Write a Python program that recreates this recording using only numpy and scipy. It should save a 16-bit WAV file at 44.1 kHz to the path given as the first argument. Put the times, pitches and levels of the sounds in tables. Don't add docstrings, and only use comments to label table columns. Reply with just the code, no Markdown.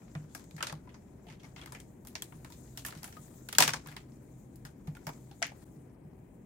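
import sys
import numpy as np
from scipy import signal
from scipy.io import wavfile

SR = 44100
rng = np.random.default_rng(int(sys.argv[2]) if len(sys.argv) > 2 else 0)


def digitize_waveform(pressure):
    field = np.atleast_2d(pressure).T
    bounded = np.clip(field, -1, 1)
    quanta = np.round(bounded * 32767).astype(np.int16)
    wavfile.write(sys.argv[1], SR, quanta)


N = 284445

# weight below 1 kHz, brightness near 6 kHz, sizzle above 10 kHz, ring, scattering crumbs.
GRIT_HITS = [(0.1496, -34.5, 670, -8.5, -26, -29, -9, -6.5), (0.3476, -35, 1630, -8, -9, -9, -7, -7),
             (0.3935, -50, 1630, -10, -14, -17, -8, -3), (0.4397, -58.5, 1350, -15, -2, -2, -1, -19),
             (0.5082, -49.5, 2400, -26, -3.5, -13, -4.5, -8.5), (0.5636, -46, 1950, -16, -3, -7.5, -4, -9),
             (0.5776, -44, 780, -10, -31, -25, -10, 4), (0.605, -28, 1310, -14.5, -39, -35, -5.5, -7),
             (0.625, -22, 1440, -9.5, -11, -17.5, -10, -6),
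             (0.6677, -26, 1420, -19.5, -10.5, -24, -11, -8.5),
             (0.6955, -34, 2000, -10.5, -16, -34, -4, -7.5), (0.7238, -41, 970, 6.5, -5.5, -9, -16, -20.5),
             (0.7384, -53, 902, -2, -19, -10, -5, -23), (0.8718, -53.5, 990, -0.5, -28, -26, 1, -5),
             (0.8895, -55.5, 2100, -21, -22, -32, 1, 7), (0.941, -52, 1930, -6, -8, -31, -4, -1),
             (1.266, -49, 714, -26, -27, -28, -3, 6.5), (1.2835, -46, 870, -26, -19, -26, -3, -4),
             (1.298, -45, 2150, -19, -17, -34, -4, 4), (1.322, -52, 2200, -20, -18, -21, -8, -3),
             (1.3957, -57, 3220, -23, -12, -21, -2, 6.5), (1.4312, -53.5, 2200, -4, -11, -20, -8, -1),
             (1.4406, -54.5, 2170, -1, -10, -22, 5, 0.5), (1.5609, -40, 2080, -12.5, -20.5, -30, -5, 0.5),
             (1.579, -51, 1200, -12, -19, -24, -6, 9), (1.6127, -40, 3290, -13, -15, -29, -2, -12),
             (1.6204, -42.5, 2210, -10, -20, -28, -8, -4), (1.634, -50, 802, -16, -17, -16, -2, -8),
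             (1.6582, -41.5, 2120, -11, -10.5, -9, -7, -14), (1.672, -42, 1810, -6, -18, -24, -3, -8),
             (1.72, -41.5, 999, -1.5, -5, -9, 0, -7.5), (1.7474, -39, 3120, -14, -23, -30, -8.5, 0.5),
             (1.7994, -50, 3200, -22, 2.5, -5, 0, -10), (2.0482, -55.5, 797, 4, -4, 1, -1, -3.5),
             (2.0698, -48.5, 4240, -20, 2, 2, -11, -4), (2.152, -28, 1600, -16, -11, -28, -20, -7),
             (2.2202, -29.5, 3300, -19, -7, -9, -4.5, -10), (2.3212, -50.5, 956, -1.5, -25, -16, -8, -7),
             (2.4453, -37, 1900, -12.5, -13.5, -16, -10, -7), (2.4997, -51, 956, -13, -9, -6, -1, -5),
             (2.5205, -47, 956, -23, -3.5, -9, -5, -4), (2.6743, -52.5, 844, -15, -17, -14, -6, -9),
             (2.7724, -30.5, 3100, -15, -10, -12.5, -10, -6), (2.848, -31, 1760, -10, -12, -13, -5, -3.5),
             (2.8614, -38.5, 3050, -16, -7, 3.5, -11, -9), (2.8819, -38.5, 1370, -8, -13, -14, -3, -9.5),
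             (2.905, -43, 4170, -28, -7, -23, -3, -8), (2.9224, -40.5, 694, -2, -17, -23, -5.5, -13),
             (2.9497, -46, 1400, -13, -10, -14, -8, -4), (2.973, -48, 3070, -26, -10, -10, -3, -3),
             (3.0296, -40.5, 1000, -9, -6, -7, -8, -9), (3.041, -36.5, 720, -11, -6.5, -3.5, -12, -8),
             (3.0754, -46.5, 760, -13, -18, -9, -3, 0), (3.124, -51.5, 1400, -13, -7, -12, -2, 0),
             (3.1667, -43.5, 1243, -11, -20, -19, 2, -9), (3.4861, -32, 1460, -13.5, -10, -16.5, -8, -9),
             (3.5255, -27.5, 3240, -15, -10, -14.5, -12, -9),
             (3.5488, -30, 3350, -18.5, -10.5, -15, -5, -9.5), (3.5824, -8, 1550, -12, -3.5, -9, -10, -10),
             (3.6022, -9, 972, -11.5, -10.5, -14, -7.5, -10),
             (3.6218, -7.5, 1620, -18.5, -9, -14.5, -11, -8), (3.676, -16, 1690, -14, -12, -18, -9.5, -9),
             (3.6896, -27, 1400, -12, -19, -43, -6, -18), (3.7337, -19, 1570, -10.5, -6, -21, -10, -9.5),
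             (3.8589, -43.5, 966, -8, -17, -22, -2.5, -3.5), (3.871, -42.5, 1410, -10, -11, -3.5, -5, -12),
             (3.8838, -46, 1620, -11, -14, -23, -1, -5), (3.9132, -45, 1570, -12, -23, -18, -12, 1),
             (3.9634, -34, 882, -15.5, -12.5, -17.5, -13.5, -6),
             (4.1184, -61.5, 703, -12, -1.5, -14, -8, -6.5), (4.5564, -64, 802, -13, 3, 11, -8.5, -7),
             (4.6493, -41.5, 1888, -7, -6.5, -12.5, -5, -2.5),
             (4.871, -49.5, 760, 1, -8, -12.5, -3.5, -3.5), (4.9489, -47.5, 860, -9, -10, -17, -8, -4.5),
             (4.9668, -47, 1420, -7, -23, -12, -2, -10), (5.0666, -28.5, 910, -2.5, -12, -10, -9, -6.5),
             (5.089, -41, 963, 3, -32, -22, 1, -33), (5.1314, -59, 778, -25, -1, -5, -8, -9),
             (5.3111, -48, 803, -10, -9, -17, -3, -6), (5.3453, -67, 734, -8, -17, -17, -8, -13),
             (5.418, -27, 685, -23, -19, -39, -4.5, -15), (5.4244, -16, 2023, -17, -13.5, -47, -5.5, -6.5),
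             (5.4654, -48, 820, -27.5, -16, -1, -4, -16), (5.5169, -52, 837, 5.5, -25, -16, -3, -15)]
# pitch in Hz, gain in dB.
TICK_COLOUR = [(250, 4), (400, -2.5), (600, 8.5), (950, 7.5), (1600, 2.5), (3000, -3), (6000, 8),
               (10000, 7), (16000, 3.5)]
# pitch in Hz, time to fall 60 dB in seconds.
CRACK_DECAY = [(500, 0.041), (2000, 0.019), (8000, .012)]
# pitch in Hz, time to fall 60 dB in seconds.
TAIL_DECAY = [(350, 0.38), (800, 0.18), (2000, 0.18), (5500, 0.17), (9000, 0.15), (15000, 0.13)]
# time in seconds, level in dB, base time to fall 60 dB in seconds.
FLOOR_BUMPS = [(0.16, -36, 0.26), (0.547, -43, 0.22), (0.731, -39, 0.22), (1.297, -53.5, 0.53),
               (2.35, -51, 0.3), (2.97, -39, 0.092), (3.184, -49.5, 0.23), (3.596, -41.5, 0.57),
               (3.678, -39, 0.33), (3.875, -50, 0.47), (4.651, -46.5, 0.16), (4.885, -32.5, 0.16),
               (5.078, -34.5, 0.11), (5.767, -48, 0.18), (6.055, -43.5, 0.15)]
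# pitch in Hz, gain in dB, share of the base decay time.
FLOOR_MODES = [(150.9, 3, 0.94), (161.6, -8, 0.77), (112, -5, .6)]
# pitch in Hz, width in Hz, gain in dB relative to the others.
TRAY_MODES = [(884, 23, 0.5), (1127, 40, 13), (1700, 81, -22), (2280, 22, 10), (2250, 130, -16),
              (3650, 33, -16), (4264, 81, -18.5), (6160, 300, -8.5), (5800, 290, -24.5)]
RUSTLE_PARTS = [
    [(0.0, -68, -71.5, -77), (0.58, -77.5, -67, -78), (0.74, -71, -77, -77.5), (1.29, -74.5, -77.5, -80),
     (1.55, -71, -73, -76.5), (2.03, -80, -77.5, -75), (2.23, -69.5, -69, -69.5), (2.8, -72.5, -67, -69.5),
     (2.98, -67, -67, -72), (3.27, -70, -66, -64), (3.52, -76, -66, -71), (3.71, -60, -65, -72),
     (4.08, -73, -75, -75), (4.43, -79.5, -74, -74.5), (4.9, -78, -76, -79), (5.09, -69.5, -68, -72.5),
     (5.45, -80, -73, -73.5), (5.64, -66.5, -71, -72)],
    [(5.65, -78, -76, -74), (6.044, -79, -88, -80.5), (6.45, -86.5, -81, -79)],
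]
# pitch in Hz, relative density in dB per Hz.
CRUMBLE_COLOUR = [(600, -1), (1200, 3.5), (2200, -4), (3500, -16.5), (6000, -10)]
# pitch in Hz, relative density in dB per Hz.
LOWER_HISS_COLOUR = [(3500, -8.5), (5300, -13.5), (6400, -6.5), (7600, 9), (9000, -17.5), (10500, -12)]
# pitch in Hz, relative density in dB per Hz.
UPPER_HISS_COLOUR = [(9500, -2.5), (10500, -21.5), (12500, 1), (14000, -2.5), (15500, -7)]
# pitch in Hz, relative density in dB per Hz.
ROOM_COLOUR = [(25, -25), (36, -10.5), (50, -1), (100, -5), (150, -1.5), (320, -6.5), (450, -15.5),
               (900, -24.5), (1250, -41), (1600, -34), (2050, -33.5), (2600, -39.5), (4000, -71)]
# pitch in Hz, left-right likeness (1 is identical).
LIKENESS_BY_PITCH = [(60, 0.99), (180, 0.94), (350, 0.77), (700, 0.18), (1500, 0.13), (3000, 0.09),
                     (16000, 0.01)]
# pitch in Hz, left over right in dB.
STEADY_LEAN = [(60, 1), (200, 1), (600, 7.5), (2000, 4), (8000, 8), (15000, 5.5)]

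TRAY_DB = -9.5
ROOM_DB = -53
HUM_HZ, HUM_WIDTH_HZ, HUM_DB = 127.93, 3.7, -60
RING_CYCLES = 74
RING_LINGERS = .6
SPREAD_S, DELAY_S = .001, .001
RISE_T60_S, BUILD_T60_S = .0015, .025
RATTLE_DB = 1.8
BODY_DB = -3.5
COLOUR_SCATTER_DB = 2.5
TAIL_DULL_DB = -3
GRIT_LEAN_DB, GRIT_SCATTER_DB = 2, 1.6
DIP_S, DIP_LENGTH_S, DIP_DB = 5.644, .014, -22
CUTOFF_HZ = 16800


def amp(db):
    return 10 ** (np.asarray(db) / 20)


def rms_one(x):
    return x / np.sqrt(np.mean(x ** 2) + 1e-20)


def at_hz(points, hz):
    pitches, values = np.array(points).T
    return np.interp(np.log(hz), np.log(pitches), values)


def drift(rate):
    step = 40
    r = np.exp(-2 * np.pi * step * rate / SR)
    noise = rng.standard_normal(N // step + 2002)
    slow = signal.lfilter([1], [1, -2 * r, r * r], noise)[2000:]
    return np.interp(np.arange(N) / step, np.arange(len(slow)), rms_one(slow))


def band(x, low, high):
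    sos = signal.butter(2, [low, high], "band", fs=SR, output="sos")
    return signal.sosfilt(sos, x + 1e-18)


def resonance(x, hz, width):
    r = np.exp(-np.pi * width / SR)
    feed = np.array([1, 0, -1]) * (1 - r * r) / 2
    return signal.lfilter(feed, [1, -2 * r * np.cos(2 * np.pi * hz / SR), r * r], x)


def dying(clicks, t60):
    return signal.lfilter([1], [1, -amp(-60 / (t60 * SR))], clicks + 1e-18)


def pair(hz, mid, side):
    alike = np.clip(at_hz(LIKENESS_BY_PITCH, hz), -1, 1)
    return np.sqrt((1 + alike) / 2) * mid + np.sqrt((1 - alike) / 2) * side * [[1], [-1]]


def banded(spectrum, white, patchy_db):
    edges = 24.6 * 2 ** (np.arange(29) / 3)
    lowest, highest = spectrum[0][0] / 1.15, spectrum[-1][0] * 1.15
    out = 0
    for k, (low, high) in enumerate(zip(edges, edges[1:])):
        hz = np.sqrt(low * high)
        if lowest < hz < highest:
            lean_db = at_hz(STEADY_LEAN, hz) * np.array([[.5], [-.5]])
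            gain = amp(at_hz(spectrum, hz) + patchy_db * drift(13) + lean_db)
            out = out + gain * pair(hz, *band(white[k % 2], low, high))
    return rms_one(out)


def room():
    rumble = banded(ROOM_COLOUR, rng.standard_normal((2, 2, N)), patchy_db=.8)
    hum = resonance(rng.standard_normal(N), HUM_HZ, HUM_WIDTH_HZ)
    hum = resonance(hum, HUM_HZ, HUM_WIDTH_HZ)
    return amp(ROOM_DB) * rumble + amp(HUM_DB) * rms_one(hum)


def tray(x):
    out = x
    for k, (hz, width, db) in enumerate(TRAY_MODES):
        out = out + (-1) ** k * amp(TRAY_DB + db) * resonance(x, hz, width)
    return out


def rustle():
    s, *levels = np.transpose(np.concatenate(RUSTLE_PARTS))
    crumble_db, lower_db, upper_db = [np.interp(np.arange(N) / SR, s, db) for db in levels]
    heights = amp(4.0 * np.minimum(rng.exponential(1, N), 4))
    grains = heights * (rng.random(N) < 300 / SR)
    white = rng.standard_normal((2, 2, N))
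    grainy = white * (1 + .8 * dying(grains, .012))
    crumble = rms_one(tray(banded(CRUMBLE_COLOUR, grainy, patchy_db=2.1)))
    hiss = amp(lower_db) * banded(LOWER_HISS_COLOUR, white, patchy_db=1.8)
    hiss = hiss + amp(upper_db) * banded(UPPER_HISS_COLOUR, white, patchy_db=1.8)
    crumble_gain = amp(crumble_db + 2.5 * drift(25))
    hiss_flicker = amp(1.1 * drift(20) + 1.5 * drift(5))
    return crumble_gain * crumble + hiss_flicker * hiss


def thuds():
    out = np.zeros(N)
    for s, level_db, t60 in FLOOR_BUMPS:
        t = np.maximum(np.arange(N) / SR - s + .006, 0)
        swell = 1 - np.exp(-t / 0.0086)
        for hz, db, share in FLOOR_MODES:
            decay = amp(level_db + db + 4 - 60 * t / (t60 * share))
            out += decay * swell * np.sin(2 * np.pi * hz * t)
    return out


def touches(s):
    late, strength = rng.random((2, len(s), 3))
    late[:, 0], strength[:, 0] = 0, 1
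    at = np.round((s[:, None] + DELAY_S + SPREAD_S * late) * SR).astype(int)
    return at, strength * [1, .7, .7]


def cracks_and_tails(at, strength, sides, colour):
    _, level_db, _, low_db, bright_db, top_db, _, tail_db = np.transpose(GRIT_HITS)
    edges = 212 * 2 ** np.arange(0, 6.6, .5)
    white = rng.standard_normal((2, 2, N))
    rattle = amp(RATTLE_DB * drift(150))
    out = 0
    for k, (low, high) in enumerate(zip(edges, edges[1:])):
        hz = np.sqrt(low * high)
        centres = np.log([400, 900, 2500, 6200, 12000])
        body, weight, _, bright, sizzle = [np.interp(np.log(hz), centres, row) for row in np.eye(5)]
        tone_db = body * (low_db + BODY_DB) + weight * low_db + bright * bright_db + sizzle * top_db
        chance_db = COLOUR_SCATTER_DB * colour[:, k]
        gain = sides * amp(level_db + tone_db + chance_db + at_hz(TICK_COLOUR, hz))
        tail_gain = gain * amp(tail_db + (bright + sizzle) * TAIL_DULL_DB)
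        crack, tail = np.zeros((2, 2, N))
        np.add.at(crack, (slice(None), at), gain[:, :, None] * strength)
        np.add.at(tail, (slice(None), at[:, 0]), tail_gain)
        crack = dying(crack, at_hz(CRACK_DECAY, hz)) - dying(crack, RISE_T60_S)
        tail = dying(tail, at_hz(TAIL_DECAY, hz)) - dying(tail, BUILD_T60_S)
        envelope = crack + rattle * tail
        out = out + band(envelope * pair(hz, *white[k % 2]), low, high)
    return tray(out)


def rings(at, sides):
    _, level_db, ring_hz, _, _, _, ring_db, _ = np.transpose(GRIT_HITS)
    t = np.arange(3000) / SR
    out = np.zeros((2, N))
    for k, hz in enumerate(ring_hz):
        noise = pair(hz, *rng.standard_normal((2, len(t))))
        burst = noise * amp(-60 * t / at_hz(CRACK_DECAY, hz))
        cycles = RING_CYCLES * amp(RING_LINGERS * ring_db[k])
        width = np.log(1000) / np.pi * hz / cycles
        rung = resonance(burst, hz, width)
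        gain = sides[:, [k]] * amp(level_db[k] + ring_db[k])
        start = at[k, 0]
        out[:, start:start + len(t)] += gain * rung / np.abs(rung).max()
    return out


def grit():
    s = np.transpose(GRIT_HITS)[0]
    at, strength = touches(s)
    colour = rng.standard_normal((len(s), 14))
    lean_db = GRIT_LEAN_DB + GRIT_SCATTER_DB * colour[:, -1]
    sides = amp(np.outer([.5, -.5], lean_db))
    return cracks_and_tails(at, strength, sides, colour) + rings(at, sides)


def scene():
    return room() + rustle() + thuds() + grit()


def record(dry):
    rounded = 1.1 * np.tanh(dry / 1.1)
    since_dip = np.arange(N) / SR - DIP_S
    dip_db = np.interp(since_dip, [-DIP_LENGTH_S / 10, 0, DIP_LENGTH_S], [0, DIP_DB, 0])
    dipped = rounded * amp(dip_db)
    bass_cut = signal.butter(2, 32, "high", fs=SR, output="sos")
    top_cut = signal.cheby2(14, 70, CUTOFF_HZ, fs=SR, output="sos")
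    return signal.sosfilt(top_cut, signal.sosfilt(bass_cut, dipped))


dry = scene()
out = record(dry)
digitize_waveform(out)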